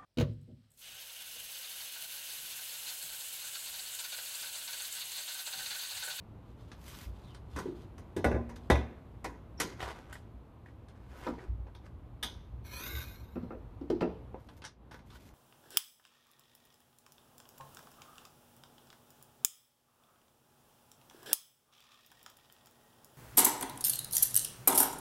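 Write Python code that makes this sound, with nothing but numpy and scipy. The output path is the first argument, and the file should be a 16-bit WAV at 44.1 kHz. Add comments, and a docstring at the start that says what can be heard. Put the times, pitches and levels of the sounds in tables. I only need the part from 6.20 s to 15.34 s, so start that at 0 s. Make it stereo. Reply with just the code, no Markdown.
"""Soft air and a low rumble, both coloured noise, lie under a car hood being opened in a quiet driveway.
Clothes rustle and a sleeve brushes brightly, as uneven noise; a pressing hand makes the sheet metal boom and
clunk with fading tones and noise. A sole squeaks as a gliding tone, the safety catch squeaks and snaps free, and
the hinges scrape and click. The steel prop rod is pulled from its clip, hisses as it swings up and knocks on the
raised hood. Last, the rod taps dryly, small parts click, a sleeve brushes lightly and the background briefly dips."""
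import sys
import numpy as np
from scipy import signal
from scipy.fft import rfft, irfft, next_fast_len
from scipy.io import wavfile

SR = 44100
rng = np.random.default_rng(int(sys.argv[2]) if len(sys.argv) > 2 else 0)


def pcm_store(signal):
    """Save signal as 16-bit PCM."""
    levels = np.round(np.clip(np.atleast_2d(signal), -1, 1) * 32767)
    wavfile.write(sys.argv[1], SR, levels.astype(np.int16).T)


N = 403074
TIME = np.arange(N) / SR
RING = np.arange(32768) / SR  # time within one blow, boom or squeak [s]
PADDED = next_fast_len(N + SR // 10, real=True)  # spare room so that filters do not wrap around
SIDES = np.array([[1], [-1]])  # left ear, right ear

# The two ears: (frequency [Hz], left-right likeness of the background [-1 to 1], left minus right [dB])
STEREO = [(69.9, 0.9, 2), (280, 0.61, 1.5), (716, -0.43, -1), (1600, -0.23, -2.5), (4000, 0.16, -0.5),
          (10230, -0.17, 1)]
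# Colour of the hinges and rod mount, both rubbed and struck: (frequency [Hz], relative level per Hz [dB])
HINGE_COLOUR = [(210, -35), (350, 3), (391, -4), (554, -3), (1460, -5.5), (1600, -6.5), (1910, -10),
                (2930, -16), (13000, -34.5), (15500, -45)]


def from_db(db):
    """Turn decibels into a gain."""
    return 10 ** (np.asarray(db) / 20)


def rms(x):
    """Average strength of a signal (root mean square)."""
    return np.sqrt(np.mean(x ** 2) + 1e-30)


def at_hz(rows, hz):
    """Read every column of a table at the given frequencies, on a logarithmic frequency axis."""
    points, *columns = np.transpose(rows)
    return [np.interp(np.log(hz + 1e-9), np.log(points), column) for column in columns]


def add(out, s, sound):
    """Mix a sound in at time s."""
    start = round(s * SR)
    out[start:start + len(sound)] += sound[:N - start]


def dying(t60):
    """A fade that falls by 60 dB in t60 seconds."""
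    return from_db(-60 * RING / max(t60, 1e-3))


def shaped(white, colour, peaks=()):
    """Give a signal a colour and resonances, with steep ends; returns (frequencies, spectrum)."""
    hz = np.fft.rfftfreq(white.shape[-1], 1 / SR)
    low_end = 1 + (colour[0][0] / (hz + 1)) ** 8
    high_end = 1 + (hz / colour[-1][0]) ** 8
    lift = 1
    for centre, width, db in peaks:
        lift = lift + from_db(db) ** 2 / (1 + (2 * (hz - centre) / width) ** 2)
    gain = from_db(at_hz(colour, hz)[0]) * np.sqrt(lift / (low_end * high_end))
    return hz, rfft(white) * gain


def diffuse(colour, peaks=()):
    """Noise from all around, most alike in both ears in the bass; the mean of the ears has rms 1."""
    hz, (mid, side) = shaped(rng.standard_normal((2, PADDED)), colour, peaks)
    alike, pan_db = at_hz(STEREO, hz)
    alike = np.clip(alike, -.99, .99)
    ears = np.sqrt(1 + alike) * mid + np.sqrt(1 - alike) * side * SIDES
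    x = irfft(from_db(SIDES * pan_db / 2) * ears, PADDED)[:, :N]
    return x / rms(x.mean(axis=0))


def rubbing(strokes, colour, grain_db, peaks=(), judder_db=1.5):
    """A crowd of uneven micro-slips, a millisecond or two each, excites a surface as strongly as it is rubbed."""
    force = 0
    for s, db, swell, hold, fade in strokes:
        slack = np.maximum((s - TIME) / swell, (TIME - s - hold) / fade)
        force = force + from_db(db - 20 * np.clip(slack, 0, 10))
    # the contact catches and lets go some tens of times a second
    catches = np.arange(0, N, 600)
    judder = np.interp(np.arange(N), catches, rng.standard_normal(len(catches)))
    force = force * from_db(judder_db * judder)
    # each slip keeps one random strength for 64 samples
    slips = np.repeat(rng.standard_normal(PADDED // 64 + 1), 64)[:PADDED]
    grains = rng.standard_normal(PADDED) * from_db(grain_db * slips)
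    _, spectrum = shaped(grains, colour, peaks)
    friction = irfft(spectrum, PADDED)[:N]
    return force * friction / rms(friction)


def struck(blows, modes, colour, registers_db, t60s, ring, modes_db, crack_db, crack_t60, tail_db, tail_t60,
           clack_hz=850, rattle_db=2.5):
    """Each blow rings a part: clear modes over a wash of crowded ones, a short crack first, a faint tail last."""
    # Pitch ranges, each with its own balance and fade: (low edge [Hz], high edge [Hz])
    registers = [(150, 450), (450, 1100), (1100, 2800), (2800, 7000), (7000, 16000)]
    pivot_hz, clack_octaves = 1000, 1  # centre of the brightness tilt; spread of the clack
    rattle_s, spot_q = .004, 4.1  # time between touches of loose parts; sharpness of the spot resonance
    start = round(.03 * SR)  # the first 30 ms set the loudness of each register
    out = np.zeros(N)
    extras = []
    for low, high in registers:
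        # the crack is weaker in the bass; the tail from neighbouring cars and walls is shorter in the treble
        crack = (from_db(crack_db) * dying(crack_t60)) ** 2 * low / (low + 700)
        tail = (from_db(tail_db) * dying(tail_t60 / (1 + low / 7000))) ** 2
        extras.append(crack + tail)
    octaves = np.log2(np.sqrt(np.prod(registers, axis=1)) / pivot_hz)
    midrange = np.exp(-((octaves - np.log2(clack_hz / pivot_hz)) / clack_octaves) ** 2)
    for s, level_db, brightness, clack_db, spot_hz, spot_db, attack_s, *held in blows:
        blow = 0
        onset = 1 - np.exp(-RING / max(attack_s, 1e-4))
        free = held[0] if held else 1  # a hand on the part changes its ring time
        # a harder contact tilts the balance upwards; where it lands decides how much the midrange clacks
        levels_db = level_db + np.array(registers_db) + brightness * octaves + clack_db * midrange
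        hz, wash = shaped(rng.standard_normal(len(RING)), colour)
        wash = wash / rms(irfft(wash))
        # every blow lands elsewhere, so each mode gets a new strength and sign
        strength = from_db(modes_db + rng.normal(0, 2.4, len(modes)))
        strength = strength * rng.choice([-1, 1], len(modes))
        for (low, high), wash_t60, extra, db in zip(registers, t60s, extras, levels_db):
            band = irfft(wash * ((hz >= low) & (hz < high)))
            part = band * np.sqrt(dying(wash_t60 * free) ** 2 + extra)
            # loose parts chatter while the blow dies away
            touches = rng.standard_normal(256)
            chatter = np.interp(RING / rattle_s, np.arange(len(touches)), touches)
            part = part * from_db(rattle_db * chatter)
            for (mode_hz, mode_db, t60), gain in zip(modes, strength):
                if low <= mode_hz < high:
                    tone = np.sin(2 * np.pi * mode_hz * RING)
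                    part = part + gain * from_db(mode_db) * dying(t60 * ring * free) * tone
            part = part * onset
            blow = blow + from_db(db) * part / rms(part[:start])
        # the spot that is hit favours one resonance of the part
        spot = signal.lfilter(*signal.iirpeak(spot_hz, spot_q, fs=SR), blow)
        add(out, s, blow + (from_db(spot_db) - 1) * spot)
    return out


def outdoors():
    """Soft air and far traffic over a low rumble with a motor's drone; the level dips briefly near the end."""
    # Background levels: (time [s], air level [dB], rumble level [dB])
    background = [(0, -56, -51.5), (2.2, -54, -51), (4.3, -57, -54), (5.5, -57.5, -49), (8.1, -55, -50),
                  (8.25, -58.5, -57)]
    # Colour of the air: (frequency [Hz], relative level per Hz [dB])
    air_colour = [(110, 3.5), (170, -0.5), (300, -3.5), (420, -7.5), (850, -9), (1100, -12), (1700, -24),
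                  (2800, -28.5), (4000, -34), (5000, -41.5), (8000, -44), (13000, -41), (14200, -40.5),
                  (14900, -61.5)]
    # Colour of the rumble: (frequency [Hz], relative level per Hz [dB])
    rumble_colour = [(12, -50), (20, -10), (40, 0.5), (53, 9.5), (118, 4.5), (140, -21), (168, -11),
                     (200, -17), (260, -38), (440, -120)]
    # Drone of a distant motor: (frequency [Hz], width [Hz], power added, relative to the colour [dB])
    drone = [(58.7, 4.9, 3), (118.9, 3.5, 5)]
    dip_at_s, dip_width_s, dip_db = 8.545, 0.068, -6.5
    s, air_db, rumble_db = np.transpose(background)
    air = from_db(np.interp(TIME, s, air_db)) * diffuse(air_colour)
    rumble = from_db(np.interp(TIME, s, rumble_db)) * diffuse(rumble_colour, drone)
    dip = from_db(dip_db * np.exp(-((TIME - dip_at_s) / dip_width_s) ** 2))
    return (air + rumble) * dip


def driveway(x, panel_hz=400):
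    """Each ear gets the direct sound and its own echoes; the panels are too small to return long waves."""
    # Echoes off the ground and the car panels:
    # (delay to left ear [ms], delay to right ear [ms], treble level relative to the direct sound [dB])
    echo_paths = [(0.617, 0.99, -18.5), (1.957, 1.45, -19), (3.303, 4.1, -10.5), (6.16, 5.3, -9.5),
                  (8.123, 9.4, -9.5), (13.72, 11.8, -7.5), (17.86, 22, -14), (26.53, 20, -16.5)]
    # Spread of the difference between the ears of the microphone pair: (frequency [Hz], boost [dB])
    ear_spread = [(70, 2.5), (140, 18), (280, 6.5), (550, 9), (1100, 3.5), (4000, 5.5)]
    hz = np.fft.rfftfreq(PADDED, 1 / SR)
    returned = (1j * hz / (panel_hz + 1j * hz)) ** 2
    echoes, echo_power = 0, 0
    for left, right, db in echo_paths:
        delay_s = np.array([[left], [right]]) / 1000
        echoes = echoes + from_db(db) * np.exp(-2j * np.pi * hz * delay_s)
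        echo_power = echo_power + from_db(db) ** 2
    # offset the power that the echoes add
    paths = (1 + returned * echoes) / np.sqrt(1 + abs(returned) ** 2 * echo_power / 2)
    centre = paths.mean(axis=0)
    paths = centre + (paths - centre) * from_db(at_hz(ear_spread, hz)[0])
    balance = from_db(SIDES * at_hz(STEREO, hz)[1] / 2)
    return irfft(rfft(x, PADDED) * paths * balance, PADDED)[:, :N]


def clothes_rustle():
    """Cloth rubs on cloth: many uneven slips make a soft noise that swells and fades."""
    # Strokes of cloth: (full-strength time [s], level [dB], swell per 20 dB [s], hold [s], fade per 20 dB [s])
    strokes = [(.28, -73, .08, .02, .1), (.41, -70, .06, .1, .15), (.73, -60, .15, .11, .06),
               (.95, -70, .1, .09, .1), (1.05, -66, .08, .06, .08), (1.37, -56, .08, .05, .13),
               (1.61, -66, .15, .02, .06), (2.44, -68, .05, .015, .08), (8.905, -66, .012, .055, .025)]
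    # Colour of the cloth: (frequency [Hz], relative level per Hz [dB])
    colour = [(350, -28), (600, -1), (736, -47), (866, -3), (1060, -0.5), (2040, -13.5), (3570, -7.5),
              (5440, -16.5), (13500, -25), (15500, -27)]
    return rubbing(strokes, colour, grain_db=3.5, judder_db=2.8)


def sleeve_brush():
    """A sleeve's small, treble-rich slips brush brightly near the start and lightly again later and near the end."""
    # Sleeve strokes: (full-strength time [s], level [dB], swell per 20 dB [s], hold [s], fade per 20 dB [s])
    strokes = [(.68, -55.5, .11, .16, .06), (4.98, -68, .15, .1, .08), (8.2, -76, .02, .17, .05),
               (8.372, -68, .005, .004, .03), (8.715, -66, .008, .03, .06), (8.86, -72, .015, .08, .04),
               (8.952, -63, .015, .012, .025), (9.003, -67, .02, .08, .08)]
    # Colour of the sleeve: (frequency [Hz], relative level per Hz [dB])
    colour = [(1200, 7), (3500, 2.5), (6300, -0.5), (9000, -4.5), (13000, 0), (15000, -5)]
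    return rubbing(strokes, colour, grain_db=4.0, judder_db=-1.0)


def squeaks(waver_hz=260):
    """A sticking contact sings briefly: a rough tone that glides, swells and fades."""
    # A scuffing sole, then the safety catch sliding off its hook:
    # (time [s], length [s], start pitch [Hz], end pitch [Hz], level [dB])
    glides = [(1.034, 0.08, 4000, 3590, -70), (1.073, 0.066, 3450, 2760, -66),
              (3.373, 0.041, 5550, 5490, -55)]
    out = np.zeros(N)
    for s, length, start_hz, end_hz, db in glides:
        progress = np.minimum(RING / length, 1)
        phase = 2 * np.pi * np.cumsum(start_hz + (end_hz - start_hz) * progress) / SR
        # slow noise makes the tone waver within a band waver_hz wide
        smooth = signal.butter(2, waver_hz / 2, fs=SR, output="sos")
        grip = signal.sosfilt(smooth, rng.standard_normal((2, len(RING))))
        tone = grip[0] * np.sin(phase) + grip[1] * np.cos(phase)
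        swell = np.sqrt(np.abs(np.sin(np.pi * progress)))
        add(out, s, from_db(db) * swell * tone / rms(tone))
    return out


def small_ticks():
    """Small parts click, and the rod taps dryly on the hood's inner frame: short rings after a sharp crack."""
    # Clicks and dry taps: (time [s], base level [dB], brightness [dB per octave], clack [dB],
    # spot resonance [Hz], spot lift [dB], attack [s])
    ticks = [(.516, -53.5, -.4, -6, 1600, 1.8, 0.00059), (1.146, -64.5, 4, 4, 1700, 1.6, 0.00059),
             (4.683, -71, 3.3, 4, 1900, 2, .003), (5.467, -66.5, -4, 8.5, 1600, 2.2, .003),
             (8.143, -61.5, -7, 10, 510, 12.6, 0.0017), (8.178, -66.5, -5, 0, 860, 3.3, 0.0044),
             (8.287, -62.5, 0.3, 4, 3250, 4.4, .001), (8.419, -55.5, -1, -3.5, 3200, 5, .0006),
             (8.44, -58.5, 3.2, 4.5, 1700, 6, .001), (8.449, -56.5, 3.5, 6, 5700, 9.4, .0006),
             (8.711, -57.5, -0.1, 4, 1500, 4.2, .003), (8.743, -57, -2, -1, 1450, 6.2, .0004),
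             (8.79, -68, -0.2, 4, 1700, 5, .001), (8.902, -65.5, 1.5, -8, 3300, 4.4, 0.0025),
             (8.954, -60.5, -1, -9, 1610, 6, .001)]
    # Clear modes of these ticks: (frequency [Hz], base level [dB], 60 dB fade before scaling by ring [s])
    modes = [(883, 3, 0.13), (1500, -14, 0.11), (1660, 2.5, 0.13), (3480, 1, 0.08), (5550, 1, .09)]
    # Colour of their crowded modes: (frequency [Hz], relative level per Hz [dB])
    colour = [(88, -47), (150, 3.5), (221, 10), (766, -7.5), (860, -3), (1150, -4.5), (1660, -5.5),
              (2410, -14), (3350, -6.5), (5540, -13.5), (7410, -19.5), (9000, -14), (15500, -42)]
    return struck(ticks, modes, colour,
                  registers_db=[-6.0, -3.0, -2.5, -6.5, -18.5], t60s=[0.034, 0.14, 0.17, 0.17, 0.14],
                  ring=0.56, modes_db=-12.0, crack_db=10, crack_t60=0.032, tail_db=-31.0, tail_t60=0.25)


def hinge_and_mount_scrape():
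    """Hinges and rod mount rub as they turn: catching metal makes a juddering scrape."""
    # Hinge and mount strokes:
    # (full-strength time [s], level [dB], swell per 20 dB [s], hold [s], fade per 20 dB [s])
    strokes = [(3.394, -51, 0.014, 0.005, .01), (3.49, -57, 0.04, 0.028, 0.44),
               (3.598, -47.5, 0.02, 0.079, 0.18), (3.895, -58, 0.015, 0.011, 0.059),
               (5.05, -51, 0.27, 0.023, 0.1), (5.185, -61, 0.044, 0.066, 0.06),
               (5.66, -59, 0.046, 0.0093, 0.046)]
    return rubbing(strokes, HINGE_COLOUR, grain_db=4.0, judder_db=2.4)


def hinge_and_mount_clicks():
    """The hinges and the rod mount click: small metal parts ring for a moment."""
    # Clicks: (time [s], base level [dB], brightness [dB per octave], clack [dB],
    # spot resonance [Hz], spot lift [dB], attack [s])
    clicks = [(3.604, -45, -0.3, -2, 3320, 9.5, 0.00052), (3.627, -43.5, 0.1, 3, 3500, 1, 0.00047),
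              (3.678, -52.5, 0.5, -0.5, 1060, 7, .0003), (3.927, -60.5, 5.5, 7, 1500, 8.5, .0005),
              (3.954, -54, -1.5, -5, 2010, 10, .0003), (4.459, -68.5, 0, 1, 1850, 13, .001),
              (4.483, -71, 0, 0, 1890, 11, 0.00093), (5.182, -56, -6, -5, 2000, 13, 0.011)]
    # Clear modes of hinges and mount: (frequency [Hz], base level [dB], 60 dB fade before scaling by ring [s])
    modes = [(1063, -2, 0.067), (1834, 4.5, 0.076), (1925, -3, 0.094), (1980, -8, 0.15)]
    return struck(clicks, modes, HINGE_COLOUR,
                  registers_db=[-9.5, -2.5, -3.5, -11.0, -17.5], t60s=[0.036, 0.056, 0.1, 0.24, 0.17],
                  ring=0.58, modes_db=-3.0, crack_db=9.5, crack_t60=.021, tail_db=-19.5, tail_t60=0.71)


def rod_clicks():
    """The steel prop rod clicks, ringing in bright modes."""
    # Clicks: (time [s], base level [dB], brightness [dB per octave], clack [dB],
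    # spot resonance [Hz], spot lift [dB], attack [s])
    clicks = [(5.549, -63.5, -0.1, 9, 4400, 7.3, .001), (6.027, -42, 2.5, 3, 3450, 2.8, 0.0052),
              (6.04, -47, -4.5, -11, 1400, 2.7, 0.0014)]
    # Clear modes of the rod: (frequency [Hz], base level [dB], 60 dB fade before scaling by ring [s])
    modes = [(1240, 7, .2), (1500, 1, 0.18), (1725, 4, 0.1), (3300, 3, 0.2), (3390, -19, .7),
             (3530, -7, .5), (3620, -4, .18), (6200, -14, .4), (9055, -18.5, .3)]
    # Colour of its crowded modes: (frequency [Hz], relative level per Hz [dB])
    colour = [(88, -34), (150, 6), (366, 1), (561, -15), (860, -3.5), (1090, -8.5), (1540, -4), (2760, -12),
              (3550, -3), (4140, -14.5), (6230, -14), (7000, -24.5), (8830, -11.5), (13800, -18.5),
              (15500, -29)]
    return struck(clicks, modes, colour,
                  registers_db=[-12.5, -8.5, -4.0, -3.5, -13], t60s=[0.49, 0.22, 0.12, 0.13, 0.092],
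                  ring=0.43, modes_db=-11.5, crack_db=10.5, crack_t60=0.033, tail_db=-14.5, tail_t60=0.62)


def shifting(x, depth=0.41, moves_per_s=14, peaks_per_octave=2.3):
    """As the contact travels along the rod it favours some resonances and starves others, in turn."""
    hz, spectrum = np.fft.rfftfreq(PADDED, 1 / SR), rfft(x, PADDED)
    place = 2 * np.pi * peaks_per_octave * np.log2(hz + 1)
    for pattern in (np.cos(place), np.sin(place)):
        favour = rng.standard_normal(256)
        favour_now = np.interp(TIME * moves_per_s, np.arange(len(favour)), favour)
        x = x + depth * favour_now * irfft(spectrum * pattern, PADDED)[:N]
    return x


def rod_slide():
    """The swinging rod hisses with friction, and its resonances colour the hiss."""
    # Rod strokes: (full-strength time [s], level [dB], swell per 20 dB [s], hold [s], fade per 20 dB [s])
    strokes = [(6.452, -57, 0.01, 0.022, 0.054), (6.535, -45.5, 0.049, .15, 0.12),
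               (6.74, -47.5, 0.061, 0.084, 0.15), (6.92, -68, 0.072, .03, 0.46)]
    # Colour of the sliding: (frequency [Hz], relative level per Hz [dB])
    colour = [(170, -4), (340, 2), (450, -0.5), (620, -9.5), (790, -13), (931, -2.5), (1340, -3),
              (1560, -0.5), (1950, -8.5), (2190, -3.5), (2910, -10), (4190, -4), (5020, -13), (5860, -7.5),
              (9110, -19.5), (12800, -1), (15500, -17)]
    # Resonances of the sliding rod: (frequency [Hz], width [Hz], power added, relative to the colour [dB])
    peaks = [(527, 40, 1), (1010, 81, 1), (1330, 60, -1), (1596, 93, 4.5), (2190, 25, 13), (2474, 140, 8.5),
             (3760, 100, 10.5), (3790, 49, 5), (4210, 140, 3.5), (5700, 110, 1), (5930, 73, 3.5)]
    return shifting(rubbing(strokes, colour, grain_db=2.5, peaks=peaks, judder_db=1.5))


def prop_knocks():
    """The hand-held prop knocks on the raised hood, and the grip changes how long it rings."""
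    # Knocks: (time [s], base level [dB], brightness [dB per octave], clack [dB],
    # spot resonance [Hz], spot lift [dB], attack [s], ring time left by the grip [factor])
    knocks = [(5.065, -36, 2.5, 3.5, 940, 9.7, 0.0053, 0.87),
              (5.084, -43.5, 4, -3, 277, 19.5, 0.0025, 0.94), (7.155, -47, 0.5, 7, 225, 19.6, 0.012, 0.55),
              (7.226, -52, 1.5, 0, 200, 19.6, 0.0077, 0.63),
              (7.306, -51.5, -3, 11.5, 1330, 10.7, 0.0014, 0.54),
              (7.318, -51.5, -2, 6.5, 470, 9.8, .003, 1.06), (7.611, -48, 0.3, -9.5, 284, 12.3, .003, 1.1),
              (7.7, -29, 1, -11, 488, 6.6, 0.0038, 0.42), (7.722, -39.5, -1.5, -13, 330, 9.2, 0.003, 1.12),
              (7.807, -34, 1.5, -2, 2620, 12.7, 0.0027, 0.64),
              (7.819, -30, -0.4, 1, 560, 4.3, 0.0012, 0.89), (7.84, -40.5, -1.5, -3.5, 433, 10, .003, 0.91),
              (7.888, -48.5, -3, 4, 2800, 6, .004, 0.83)]
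    # Clear modes of the raised hood: (frequency [Hz], base level [dB], 60 dB fade before ring and grip [s])
    modes = [(177.8, -6.5, 0.4), (244, -1, 0.23), (286.6, -7, 0.22), (324.4, -1, 0.17), (348.7, 0.5, 0.25),
             (389, -12, 0.19), (433, -12, 0.5), (486, -14.5, 0.2), (510, -15, 0.18), (629, -19.5, 0.37),
             (740, -25, 0.18), (847, -21.5, .25), (952, -22, 0.14), (1243, -25, .2), (1360, -21, 0.15),
             (1814, -28.5, 0.18), (2530, -35, .16), (2680, -41, 0.22)]
    # Colour of its crowded modes: (frequency [Hz], relative level per Hz [dB])
    colour = [(150, -14), (240, 3), (350, -1.5), (460, -1), (560, -10), (750, -11), (1000, -16.5),
              (1500, -25.5), (2100, -31.5), (2600, -30.5), (3300, -36.5), (4400, -34), (5700, -39),
              (7000, -53), (9000, -64), (15000, -65)]
    return struck(knocks, modes, colour,
                  registers_db=[-1.5, -6.0, -15.5, -28.5, -43.0], t60s=[0.31, 0.2, 0.13, 0.051, .09],
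                  ring=0.86, modes_db=4, crack_db=4.5, crack_t60=.036, tail_db=-21.0, tail_t60=0.82,
                  clack_hz=1280)


def latch_snaps():
    """The latch snaps: its metal parts ring with a bright mix of modes."""
    # Snaps: (time [s], base level [dB], brightness [dB per octave], clack [dB],
    # spot resonance [Hz], spot lift [dB], attack [s])
    snaps = [(1.361, -46.5, -1, -3, 1330, 4.8, 0.0012), (1.371, -49.5, -2, -1.5, 970, 3, .001),
             (1.386, -50, 1.4, 2, 1340, 7.9, 0.0011), (1.78, -59, 0.2, -1, 1400, 2, 0.0005),
             (2.291, -58.5, 0, 4.5, 2200, 2, 0.0039), (2.358, -58.5, 0.3, -2.5, 3600, 7.8, 0.0018),
             (2.503, -44, -2.5, 5, 3420, 10, .001), (3.043, -45.5, 0.5, 5.5, 1800, 3, 0.0016),
             (3.4, -35.5, 2.5, -3.5, 2140, 3.4, 0.0011)]
    # Clear modes of the latch: (frequency [Hz], base level [dB], 60 dB fade before scaling by ring [s])
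    modes = [(294, 4.5, 0.24), (431, -0.5, .26), (1080, 1.5, 0.21), (1382, -9.5, 0.36), (2250, -22, 0.19),
             (2574, -1.5, 0.16), (2890, -13.5, .2), (5670, -8.5, .07), (5800, -9.5, .11),
             (6330, -13.5, .09), (8600, -7, 0.088), (11170, -16, .11)]
    # Colour of its crowded modes: (frequency [Hz], relative level per Hz [dB])
    colour = [(88, -32), (150, 1.5), (209, -2), (490, -2.5), (607, -13), (1000, -6), (1110, -10.5),
              (1910, -9), (2860, -20.5), (3040, -21), (8330, -21.5), (12800, -25.5), (15500, -43)]
    return struck(snaps, modes, colour,
                  registers_db=[-0.8, 0.5, -2.7, -8.0, -12.5], t60s=[0.41, 0.21, 0.11, 0.13, .065],
                  ring=.85, modes_db=-11.5, crack_db=-0.5, crack_t60=0.06, tail_db=-15.5, tail_t60=0.56)


def booms(overtone=1.63, overtone_db=-9):
    """The wide panel takes a few cycles to swing up in its two lowest modes."""
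    # Deep booms of the flexing bodywork: (time [s], level [dB], pitch [Hz])
    flexes = [(.85, -32, 57.7), (1.319, -36, 70.3), (1.964, -32.5, 93.3), (2.046, -22, 70.5),
              (2.123, -20.5, 69.3), (2.504, -15, 69.7), (3.612, -34.5, 64.5), (5.276, -23.5, 58.3),
              (5.379, -31.5, 58), (6.32, -33.5, 63.5), (6.727, -29.5, 68), (7.154, -38.5, 80.7)]
    swell_s, t60_s = .018, 0.36  # every boom swells and dies alike
    out = np.zeros(N)
    envelope = dying(t60_s) * (1 - np.exp(-(RING / swell_s) ** 2))
    for s, db, hz in flexes:
        phase = 2 * np.pi * hz * RING
        swing = np.sin(phase) + from_db(overtone_db) * np.sin(overtone * phase)
        add(out, s, from_db(db) * swing * envelope)
    return out


def hood_clunks():
    """The shut hood clunks: its sheet metal rings in many modes after a strong crack."""
    # Clunks: (time [s], base level [dB], brightness [dB per octave], clack [dB],
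    # spot resonance [Hz], spot lift [dB], attack [s])
    clunks = [(1.455, -48.5, -0.81, -6.5, 348, 15.3, 0.0028), (1.964, -31.5, 1.05, -11.5, 330, 3.4, 0.0027),
              (2.043, -25, 0.89, 1, 567, 2.8, 0.0017), (2.114, -37.5, -1.3, 4.5, 766, 4, .001),
              (2.144, -39, -2.5, 2, 495, 3.7, 0.00077), (2.163, -45, -2.7, 0, 696, 4.5, .001),
              (2.5, -21.5, 1.24, 0.6, 3420, 8.7, 0.0014), (2.554, -37, 0.29, 2.5, 2500, 7.1, 0.0014)]
    # Clear modes of the shut hood: (frequency [Hz], base level [dB], 60 dB fade before scaling by ring [s])
    modes = [(169, -10, 0.69), (236.3, -2.5, 0.83), (364, -3.5, 0.1), (413, -7, .3), (483, 4, .33),
             (532, -11, 0.19), (630, -17.5, 0.31), (702, -14, .35), (796, -5.5, 0.25), (857, -2, 0.22),
             (1023, -9.5, .3), (1180, -16, .3), (1460, -9, 0.13), (1550, -23, .24), (1680, -7, 0.11),
             (1970, -13.5, .23), (2066, -26, 0.16), (2200, -28, .3), (2626, -24, 0.32), (2960, -25, 0.23),
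             (3360, -29, .22), (3570, -21, 0.085), (3720, -15, .14), (6040, -19, .14)]
    # Colour of its crowded modes: (frequency [Hz], relative level per Hz [dB])
    colour = [(88, -37), (150, -3.5), (314, 1), (352, 2), (428, -3.5), (550, -3.5), (1320, -20.5),
              (1730, -17.5), (2810, -30.5), (3600, -23.5), (4600, -32), (5870, -28), (7560, -37.5),
              (8330, -33), (14300, -42.5), (15500, -59)]
    return struck(clunks, modes, colour,
                  registers_db=[-2, -3.0, -10.5, -25, -30.0], t60s=[0.24, 0.29, 0.12, 0.24, 0.12],
                  ring=0.78, modes_db=-7.5, crack_db=12.0, crack_t60=0.036, tail_db=-13.5, tail_t60=0.7,
                  clack_hz=1280, rattle_db=1.1)


def scene():
    """Blows, booms and friction between the cars, over the outdoor background."""
    background = outdoors()
    friction = clothes_rustle() + sleeve_brush() + squeaks() + hinge_and_mount_scrape() + rod_slide()
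    clicks = small_ticks() + hinge_and_mount_clicks() + rod_clicks()
    knocks = prop_knocks() + latch_snaps() + hood_clunks()
    return driveway(friction + clicks + knocks + booms()) + background


def record(dry):
    """A steep low-pass filter removes the top of the treble."""
    cutoff_hz = 15300
    return signal.sosfilt(signal.ellip(10, .2, 80, cutoff_hz, fs=SR, output="sos"), dry)


dry = scene()
out = record(dry)
pcm_store(out)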